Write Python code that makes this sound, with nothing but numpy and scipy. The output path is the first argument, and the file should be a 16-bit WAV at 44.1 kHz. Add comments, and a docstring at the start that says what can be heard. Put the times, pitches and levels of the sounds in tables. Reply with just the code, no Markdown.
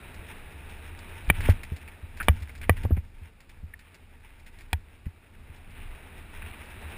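"""Mountain bike on a dirt trail

A mountain bike runs fast down a forest trail, heard from a camera in a closed case that rides along.
Tyres and air roar as shaped noise that follows the speed; dirt crackles as random tiny impacts.
Bumps push and swing the springy mount; hard knocks ring the case modes; chain and stones tick,
a joint creaks, tyres scuff. Low-rate sampling with a hold mirrors a thin sizzle into the treble."""
import sys
import numpy as np
from scipy import signal
from scipy.fft import rfft, irfft
from scipy.io import wavfile
from scipy.ndimage import uniform_filter1d

SR = 44100
rng = np.random.default_rng(int(sys.argv[2]) if len(sys.argv) > 2 else 0)


def put_to_file(sound):
    """Save the sound as 16-bit audio at rate SR, in the file named by the first command-line argument."""
    columns = np.atleast_2d(sound).T  # one column per channel
    safe = np.clip(columns, -1, 1)
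    whole_steps = np.round(safe * 32767)
    wavfile.write(sys.argv[1], SR, whole_steps.astype(np.int16))


N = 307377
TIME = np.arange(N) / SR  # s


def undb(db):
    """Decibels to amplitude gain."""
    return 10 ** (np.asarray(db) / 20)


def unit(x):
    """Scale to rms 1."""
    return x / np.sqrt(np.mean(x ** 2))


def add(out, start_s, sound):
    """Mix a sound into out from start_s, cut at the end of the scene."""
    i = int(start_s * SR)
    out[i:i + len(sound)] += sound[:N - i]


def response(points, size=4096):
    """Minimum-phase impulse response with a given spectrum shape, peak 1."""
    hz, db = np.transpose(points)
    bins_hz = np.maximum(np.arange(size // 2 + 1), 0.5) * SR / size
    gain = undb(np.interp(np.log(bins_hz), np.log(hz), db))
    # folding the cepstrum onto positive time makes the response causal
    cepstrum = irfft(np.log(gain))
    cepstrum[1:size // 2] *= 2
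    cepstrum[size // 2 + 1:] = 0
    h = irfft(np.exp(rfft(cepstrum)))
    return h / np.abs(h).max()


def through(x, h):
    """Convolve with an impulse response, keeping the length of x."""
    return signal.fftconvolve(x, h)[:len(x)]


def soften(x, cutoff_hz, order=6):
    """Butterworth low-pass, cutoff at most SR / 3."""
    return signal.sosfilt(signal.butter(order, min(cutoff_hz, SR / 3), fs=SR, output="sos"), x)


def noise(points):
    """Steady noise with a given spectrum shape, rms 1."""
    return unit(through(rng.standard_normal(N), response(points)))


def walk(rate_hz):
    """Slow random wander: smoothed random steps, rms 1."""
    k = int(SR / rate_hz)
    steps = np.repeat(rng.standard_normal(N // k + 1), k)
    return unit(uniform_filter1d(steps, k)[:N])


def grains(rate_hz, spread_db):
    """Random tiny impacts of either sign, mostly small and a few large."""
    size = undb(spread_db * np.minimum(rng.exponential(size=N), 4))
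    return (rng.random(N) < rate_hz / SR) * size * rng.choice([-1, 1], N)


def swells(rows):
    """Summed power of bell-shaped swells; each row: centre in s, half length in s, level in dB."""
    return sum(undb(2 * db) * np.exp(-((TIME - s) / half_s) ** 2) for s, half_s, db in rows)


# Spectra of air and tyre roar, dirt crunch, mount rumble. Each row: frequency in Hz, relative level in dB.
ROAR_SPECTRUM = [(76, -29), (130, 0), (179, -2.5), (430, -4.5), (538, -9), (897, -7), (1040, -12),
                 (1160, -9), (2120, -9), (2570, -5.5), (3170, -18.5), (3900, -15.5), (4150, -26.5),
                 (5360, -32.5), (5900, -33), (7670, -66), (13000, -120)]
CRUNCH_SPECTRUM = [(530, -50), (900, 6.5), (1060, -8), (1140, -21.5), (1420, 1), (2410, 2), (2580, -1.5),
                   (3650, -6.5), (4590, -35), (5080, -14.5), (5900, -9.5), (7670, -62.5), (13000, -120)]
RUMBLE_SPECTRUM = [(11, -30), (18, 7), (27, 1.5), (43, -4.5), (80, 0), (92, -6.5), (124, -19.5), (178, -26),
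                   (260, -20), (340, -65.5), (570, -120)]
# Roar level as it follows the speed. Each row: time in seconds, level in dB.
SPEED_CURVE = [(0.0, -53.5), (0.5, -55.5), (1.05, -55), (1.42, -52.5), (1.71, -58), (2.25, -59.5),
               (2.6, -61.5), (2.81, -61), (2.99, -65.5), (3.45, -65), (4.39, -64.5), (5.18, -64),
               (5.92, -58), (6.97, -51)]
# Rough ground. Each row: centre in seconds, half length in seconds, shaking in dB, loose grit in dB.
ROUGH_GROUND = [(1.446, 0.072, -28.5, -43.5), (1.687, 0.13, -44.5, -59.5), (2.363, 0.14, -37.5, -52),
                (2.79, 0.17, -35.5, -55.5), (3.196, 0.097, -47.5, -67), (4.55, 0.33, -51, -65),
                (5.52, 0.12, -47, -61.5), (5.88, 0.12, -43.5, -64)]
# Reference point of the speed curve, and base levels there
CRUISE_DB, ROAR_DB, RUMBLE_DB, DIRT_DB = -54.5, -50, -46.5, -56.5
# dB gained per dB of roar
RUMBLE_SLOPE, DIRT_SLOPE = 0.59, 1.39
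DRONE_DB, DRONE_SLOPE = -49.5, 1.2  # level at cruise, dB per dB of roar
JINGLE_DB = -12  # against the dirt's level


def rolling():
    """Speed drives roar, mount rumble and dirt crunch; rough ground adds shaking and grit."""
    pace_db = np.interp(TIME, *np.transpose(SPEED_CURVE)) - CRUISE_DB
    rough_shaking = swells((s, half_s, db) for s, half_s, db, _ in ROUGH_GROUND)
    rough_grit = swells((s, half_s, db) for s, half_s, _, db in ROUGH_GROUND)
    shaking = np.sqrt(undb(2 * (RUMBLE_DB + RUMBLE_SLOPE * pace_db)) + rough_shaking)
    grit = np.sqrt(undb(2 * (DIRT_DB + DIRT_SLOPE * pace_db)) + rough_grit)

    rumble = noise(RUMBLE_SPECTRUM) * shaking
    rumble = rumble + drone() * undb(DRONE_DB + DRONE_SLOPE * pace_db)
    rumble = rumble * undb(1.9 * walk(12))

    # noise also excites the case modes
    roar = noise(ROAR_SPECTRUM) + undb(-16) * unit(through(rng.standard_normal(N), case_ring()))
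    # below cruise the roar loses its treble
    rush = undb(np.minimum(0.25 * pace_db, 0))
    dull = soften(roar, 720, order=1)
    roar = (dull + rush * (roar - dull)) * undb(ROAR_DB + pace_db + 1.1 * walk(27))

    sand = unit(through(grains(rate_hz=2000, spread_db=3.5), response(CRUNCH_SPECTRUM)))
    sand = sand * undb(4.1 * walk(30))
    pebble = response(TICK_BODY_SPECTRUM) + undb(-19) * response(TICK_BRIGHT_SPECTRUM)
    pebbles = unit(through(grains(rate_hz=50, spread_db=5), pebble))
    dirt = undb(-1.76) * sand + undb(-8.5) * pebbles + undb(JINGLE_DB) * jingle()
    return rumble + roar + dirt * grit


DRONE_HZ, DRONE_WIDTH_HZ = 81, 22


def drone():
    """Wind and tyre buzz keep the springy mount ringing: noise through a resonance, rms 1."""
    resonance = signal.iirpeak(DRONE_HZ, DRONE_HZ / DRONE_WIDTH_HZ, fs=SR)
    return unit(signal.lfilter(*resonance, noise(RUMBLE_SPECTRUM)))


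JINGLE_RATE_HZ, JINGLE_DECAY_S = 9, 0.012


def jingle():
    """The slack chain stirs at random moments, each a short, bright spray; rms 1."""
    decay = np.exp(-TIME[:SR // 10] / JINGLE_DECAY_S)
    stirs = through(np.abs(grains(rate_hz=JINGLE_RATE_HZ, spread_db=1.0)), decay)
    return unit(stirs * noise(TICK_BRIGHT_SPECTRUM))


# Hard knocks. Each row: time in seconds, blow in dB, case ring in dB, gap between rebounds in seconds,
# share kept per rebound (capped at 0.9), scrape in dB, snap in dB, hardness as low-pass cutoff in Hz.
KNOCK_EVENTS = [(1.3000, -17, -7, .00043, 0.97, -10.5, -25.5, 3310),
                (2.2842, -8.5, -4, 0.00172, 0.3, -11.5, -13, 3170),
                (2.6952, -6, -3, 0.0016, 0.33, -14.5, -42, 2880),
                (4.7305, -37, -13.5, 0.001212, 0.75, -18.5, -13.5, 4700)]
# Spectra of a blow and of scraping contact. Each row: frequency in Hz, relative level in dB.
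BLOW_SPECTRUM = [(40, -31.5), (140, 8), (300, 5.5), (600, 2.5), (1200, 0), (2400, -26.5), (3400, -36),
                 (5900, -23)]
SCRAPE_SPECTRUM = [(200, -2.5), (800, 5), (1250, -8.5), (1800, 12.5), (2500, -6.5), (3500, 6), (4500, -20),
                   (5900, -22.5)]


def knocks(count=5):
    """The case hits its stop and rebounds in a quick, dying chatter that rings its modes."""
    out, t = np.zeros(N), TIME[:SR // 10]
    blow, ring = response(BLOW_SPECTRUM), case_ring()
    snap, rub = response(TICK_BRIGHT_SPECTRUM), noise(SCRAPE_SPECTRUM)
    for s, blow_db, ring_db, gap_s, keep, scrape_db, snap_db, hard_hz in KNOCK_EVENTS:
        contacts, k = np.zeros(len(t)), np.arange(count)
        contacts[(gap_s * k * SR).astype(int)] = min(keep, 0.9) ** k
        clack = undb(ring_db) * through(contacts, ring)
        add(clack, 0, undb(blow_db) * blow)
        clack += undb(scrape_db) * np.exp(-t / 0.0028) * rub[int(s * SR):][:len(t)]
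        add(out, s - 0.0003, soften(clack, hard_hz, order=6))
        # the snap of each contact bypasses the low-pass
        add(out, s, undb(snap_db) * through(contacts, snap))
    return out


# Case modes. Each row: frequency in Hz, relative level in dB, time to fall 60 dB in seconds.
CASE_MODES = [(494, -16.5, 0.044), (745, -17.5, 0.029), (926, -20, 0.044), (1166, -12.5, 0.024),
              (1660, -25.5, 0.039), (1806, -16.5, 0.022), (1950, -16, 0.045), (2336, -2.5, 0.015),
              (2966, -12, 0.022), (3300, -17.5, 0.014)]


def case_ring():
    """The plastic case's answer to one tap: a sum of decaying modes, peak 1."""
    t = TIME[:SR // 10]
    ring = sum(undb(db - 60 * t / t60_s) * np.sin(2 * np.pi * hz * t) for hz, db, t60_s in CASE_MODES)
    return ring / np.abs(ring).max()


# Bumps. Each row: time in seconds, thud in dB, contact time in seconds,
# mount swing in dB before SWING_GAIN, mount pitch in Hz.
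BUMP_EVENTS = [(1.276, -46, 0.0022, -14, 45.4), (1.302, -9.5, 0.0021, -18, 87.5),
               (1.389, -44, 0.0041, -18, 78), (1.4883, -9.5, 0.00089, -2.5, 89.5),
               (1.721, -16, 0.0032, -21, 81), (2.029, -34, 0.0034, -26, 79),
               (2.2881, -23, 0.00092, -3.5, 76), (2.415, -39, 0.0017, -23, 74),
               (2.694, -20, 0.0018, -6.5, 86), (2.84, -27, 0.0014, -15.5, 82),
               (2.852, -17, 0.00093, -17.5, 101), (2.9084, -14.5, 0.0012, -43, 84.5),
               (2.9152, -20, .0035, -6, 79), (2.972, -23, 0.0013, -14.5, 78.6),
               (3.213, -47, 0.0026, -29, 77), (3.6335, -24, 0.0059, -28.5, 77),
               (4.732, -24, 0.0038, -14.5, 78), (5.066, -16.5, 0.0062, -26, 86),
               (5.493, -47, 0.0052, -30.5, 80.6)]
# Spectrum of the shuddering frame. Each row: frequency in Hz, relative level in dB.
SHUDDER_SPECTRUM = [(60, -30.5), (130, 3.5), (200, 0), (330, -24.5), (520, -11), (900, -16), (2000, -19.5),
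                    (3200, -29), (5900, -44)]
SWING_LAG_S, SWING_RISE_S, SWING_DECAY_S, SWING_GAIN = 0.004, 0.006, 0.014, 1.36
# Shudder levels are against the thud and against the swing
SHUDDER_THUD_DB, SHUDDER_SWING_DB, SHUDDER_RISE_S, SHUDDER_DECAY_S = -8.5, -17.5, 0.00093, 0.0054


def bumps():
    """A root or hole gives a dull push; the mount swings and dies away, and both shake the frame."""
    out, t = np.zeros(N), TIME[:SR // 4]
    frame = noise(SHUDDER_SPECTRUM)
    high_pass = signal.butter(1, 110, "high", fs=SR, output="sos")
    swing_envelope = (1 - np.exp(-t / SWING_RISE_S)) * np.exp(-t / SWING_DECAY_S)
    shudder_envelope = (1 - np.exp(-t / SHUDDER_RISE_S)) * np.exp(-t / SHUDDER_DECAY_S)
    for s, thud_db, contact_s, swing_db, mount_hz in BUMP_EVENTS:
        u = t / contact_s
        push = signal.sosfilt(high_pass, (u * np.exp(1 - u)) ** 6)
        swing = -np.sin(2 * np.pi * mount_hz * t) * swing_envelope
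        shudder = frame[int(s * SR):][:len(t)] * shudder_envelope
        strain = np.hypot(undb(thud_db + SHUDDER_THUD_DB), undb(swing_db + SHUDDER_SWING_DB))
        # longer contact, lower cutoff
        add(out, s - contact_s, soften(undb(thud_db) * push, 1.0 / contact_s, order=2))
        add(out, s, soften(strain * shudder, 1.24 / contact_s, order=2))
        add(out, s + SWING_LAG_S, SWING_GAIN * undb(swing_db) * swing)
    return out


# Clearest ticks of chain and flung stones.
# Each row: time in seconds, body in dB and bright part in dB, both before a fixed trim.
TICK_EVENTS = [(.1426, -48, -47), (.695, -50, -51), (0.9895, -47.5, -48.5), (1.4066, -38, -42.5),
               (1.4534, -33, -45), (1.496, -33, -36.5), (1.6322, -37.5, -44), (1.7614, -46.5, -46),
               (1.8766, -41.5, -52.5), (2.171, -45.5, -48), (2.2272, -38.5, -42.5), (2.4212, -45.5, -47),
               (2.494, -43.5, -61), (2.5518, -47.5, -49), (2.577, -58, -55), (2.6142, -40.5, -48),
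               (2.6292, -42.5, -53), (2.768, -40, -50), (2.8325, -43, -48), (2.9663, -43, -58),
               (3.4036, -54, -54), (3.491, -50.5, -52.5), (3.7915, -50.5, -51), (3.944, -50, -50),
               (4.397, -58, -58), (4.462, -47.5, -50), (4.587, -50, -51), (4.608, -51, -53.5),
               (5.0568, -50.5, -61), (5.5614, -62, -56), (6.42, -39.5, -60)]
# Spectra of the dull and bright part of a tick. Each row: frequency in Hz, relative level in dB.
TICK_BODY_SPECTRUM = [(200, -9), (900, -12.5), (1300, -10), (1700, -0.5), (2500, 0), (3200, -16),
                      (4300, -27), (5900, -34)]
TICK_BRIGHT_SPECTRUM = [(1000, -40), (2800, -19), (3600, -4.5), (5000, -5.5), (5900, -4.5)]
BODY_TRIM_DB, BRIGHT_TRIM_DB = -11.5, -7.0


def rattles():
    """Chain links and flung stones: a sharp tick and a brief spray of smaller ones."""
    out, t = np.zeros(N), TIME[:SR // 12]
    body, bright = response(TICK_BODY_SPECTRUM), response(TICK_BRIGHT_SPECTRUM)
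    spray = unit(grains(rate_hz=2500, spread_db=2))
    decay = np.exp(-t / 0.015) + 0.59 * np.exp(-t / 0.0094)
    for s, body_db, bright_db in TICK_EVENTS:
        taps = spray[int(s * SR):][:len(t)] * decay
        taps[0] += 3  # the sharp first tick
        dull_part = undb(body_db + BODY_TRIM_DB) * unit(through(taps, body))
        bright_part = undb(bright_db + BRIGHT_TRIM_DB) * unit(through(taps, bright))
        add(out, s, dull_part + bright_part)
    return out


# Creaks, one row per slip. Each row: time in seconds, level in dB before a 3 dB cut, pitch in Hz.
CREAK_SLIPS = [(2.201, -23, 1540), (2.2079, -22.5, 1370), (2.215, -24, 1470), (3.7372, -32.5, 1830)]


def creaks():
    """A loaded joint slips in short steps, each a brief, raspy chirp of two tones and noise."""
    out, t = np.zeros(N), TIME[:SR // 25]
    rasp = noise(TICK_BODY_SPECTRUM)
    u = t / 0.0017  # time against the pulse peak
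    for s, db, hz in CREAK_SLIPS:
        tone = np.sin(2 * np.pi * hz * t) + 0.64 * np.sin(2 * np.pi * 1.15 * hz * t)
        chirp = tone + undb(-7.5) * rasp[int(s * SR):][:len(t)]
        add(out, s, undb(db - 3.0) * u * np.exp(1 - u) * chirp)
    return out


# Sideways scuffs over loose dirt. Each row: centre in seconds, half length in seconds, level in dB.
SCUFF_EVENTS = [(1.292, 0.0032, -40.5), (1.357, 0.0096, -42), (1.456, 0.016, -40.5), (2.638, .012, -46.5),
                (2.776, 0.01, -57), (3.234, 0.014, -61), (3.86, .04, -61), (4.047, 0.0097, -61),
                (4.26, 0.0069, -59), (4.344, 0.028, -66), (5.8, 0.1, -55), (6.48, 0.066, -51)]
# Spectrum of a scuff. Each row: frequency in Hz, relative level in dB.
SCUFF_SPECTRUM = [(500, -23), (1200, -4), (1700, -4), (2400, 1), (3000, -4.5), (4000, -15.5), (5900, -37)]


def scuffs():
    """The tyres slide a little: a swell of fine, gritty scraping."""
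    scrape = unit(through(grains(rate_hz=1100, spread_db=1.0), response(SCUFF_SPECTRUM)))
    return np.sqrt(swells(SCUFF_EVENTS)) * scrape * undb(1.3 * walk(60))


HISS_DB = -68.5  # before the low-rate sampling


def hiss():
    """The microphone's own faint hiss: white noise."""
    return undb(HISS_DB) * rng.standard_normal(N)


def scene():
    """All sources sum at one microphone, giving two equal channels."""
    mono = rolling() + scuffs() + knocks() + bumps() + rattles() + creaks() + hiss()
    return np.array([mono, mono])


HOLD_HZ, TOP_HZ = 12000, 15400  # sampling rate, top of the band


def record(dry):
    """Peaks are rounded; low-rate samples are held, so mirror images rise around that rate; top is cut."""
    rounded = dry / (1 + np.abs(dry / 0.9) ** 8) ** (1 / 8)
    slow = signal.resample_poly(soften(rounded, 5500, order=12), HOLD_HZ, SR, axis=1)
    steps = np.repeat(slow, 4, axis=1)
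    held = signal.resample_poly(steps, SR, 4 * HOLD_HZ, axis=1)[:, :N]
    return signal.sosfilt(signal.ellip(10, 0.2, 80, TOP_HZ, fs=SR, output="sos"), held)


dry = scene()
out = record(dry)
put_to_file(out)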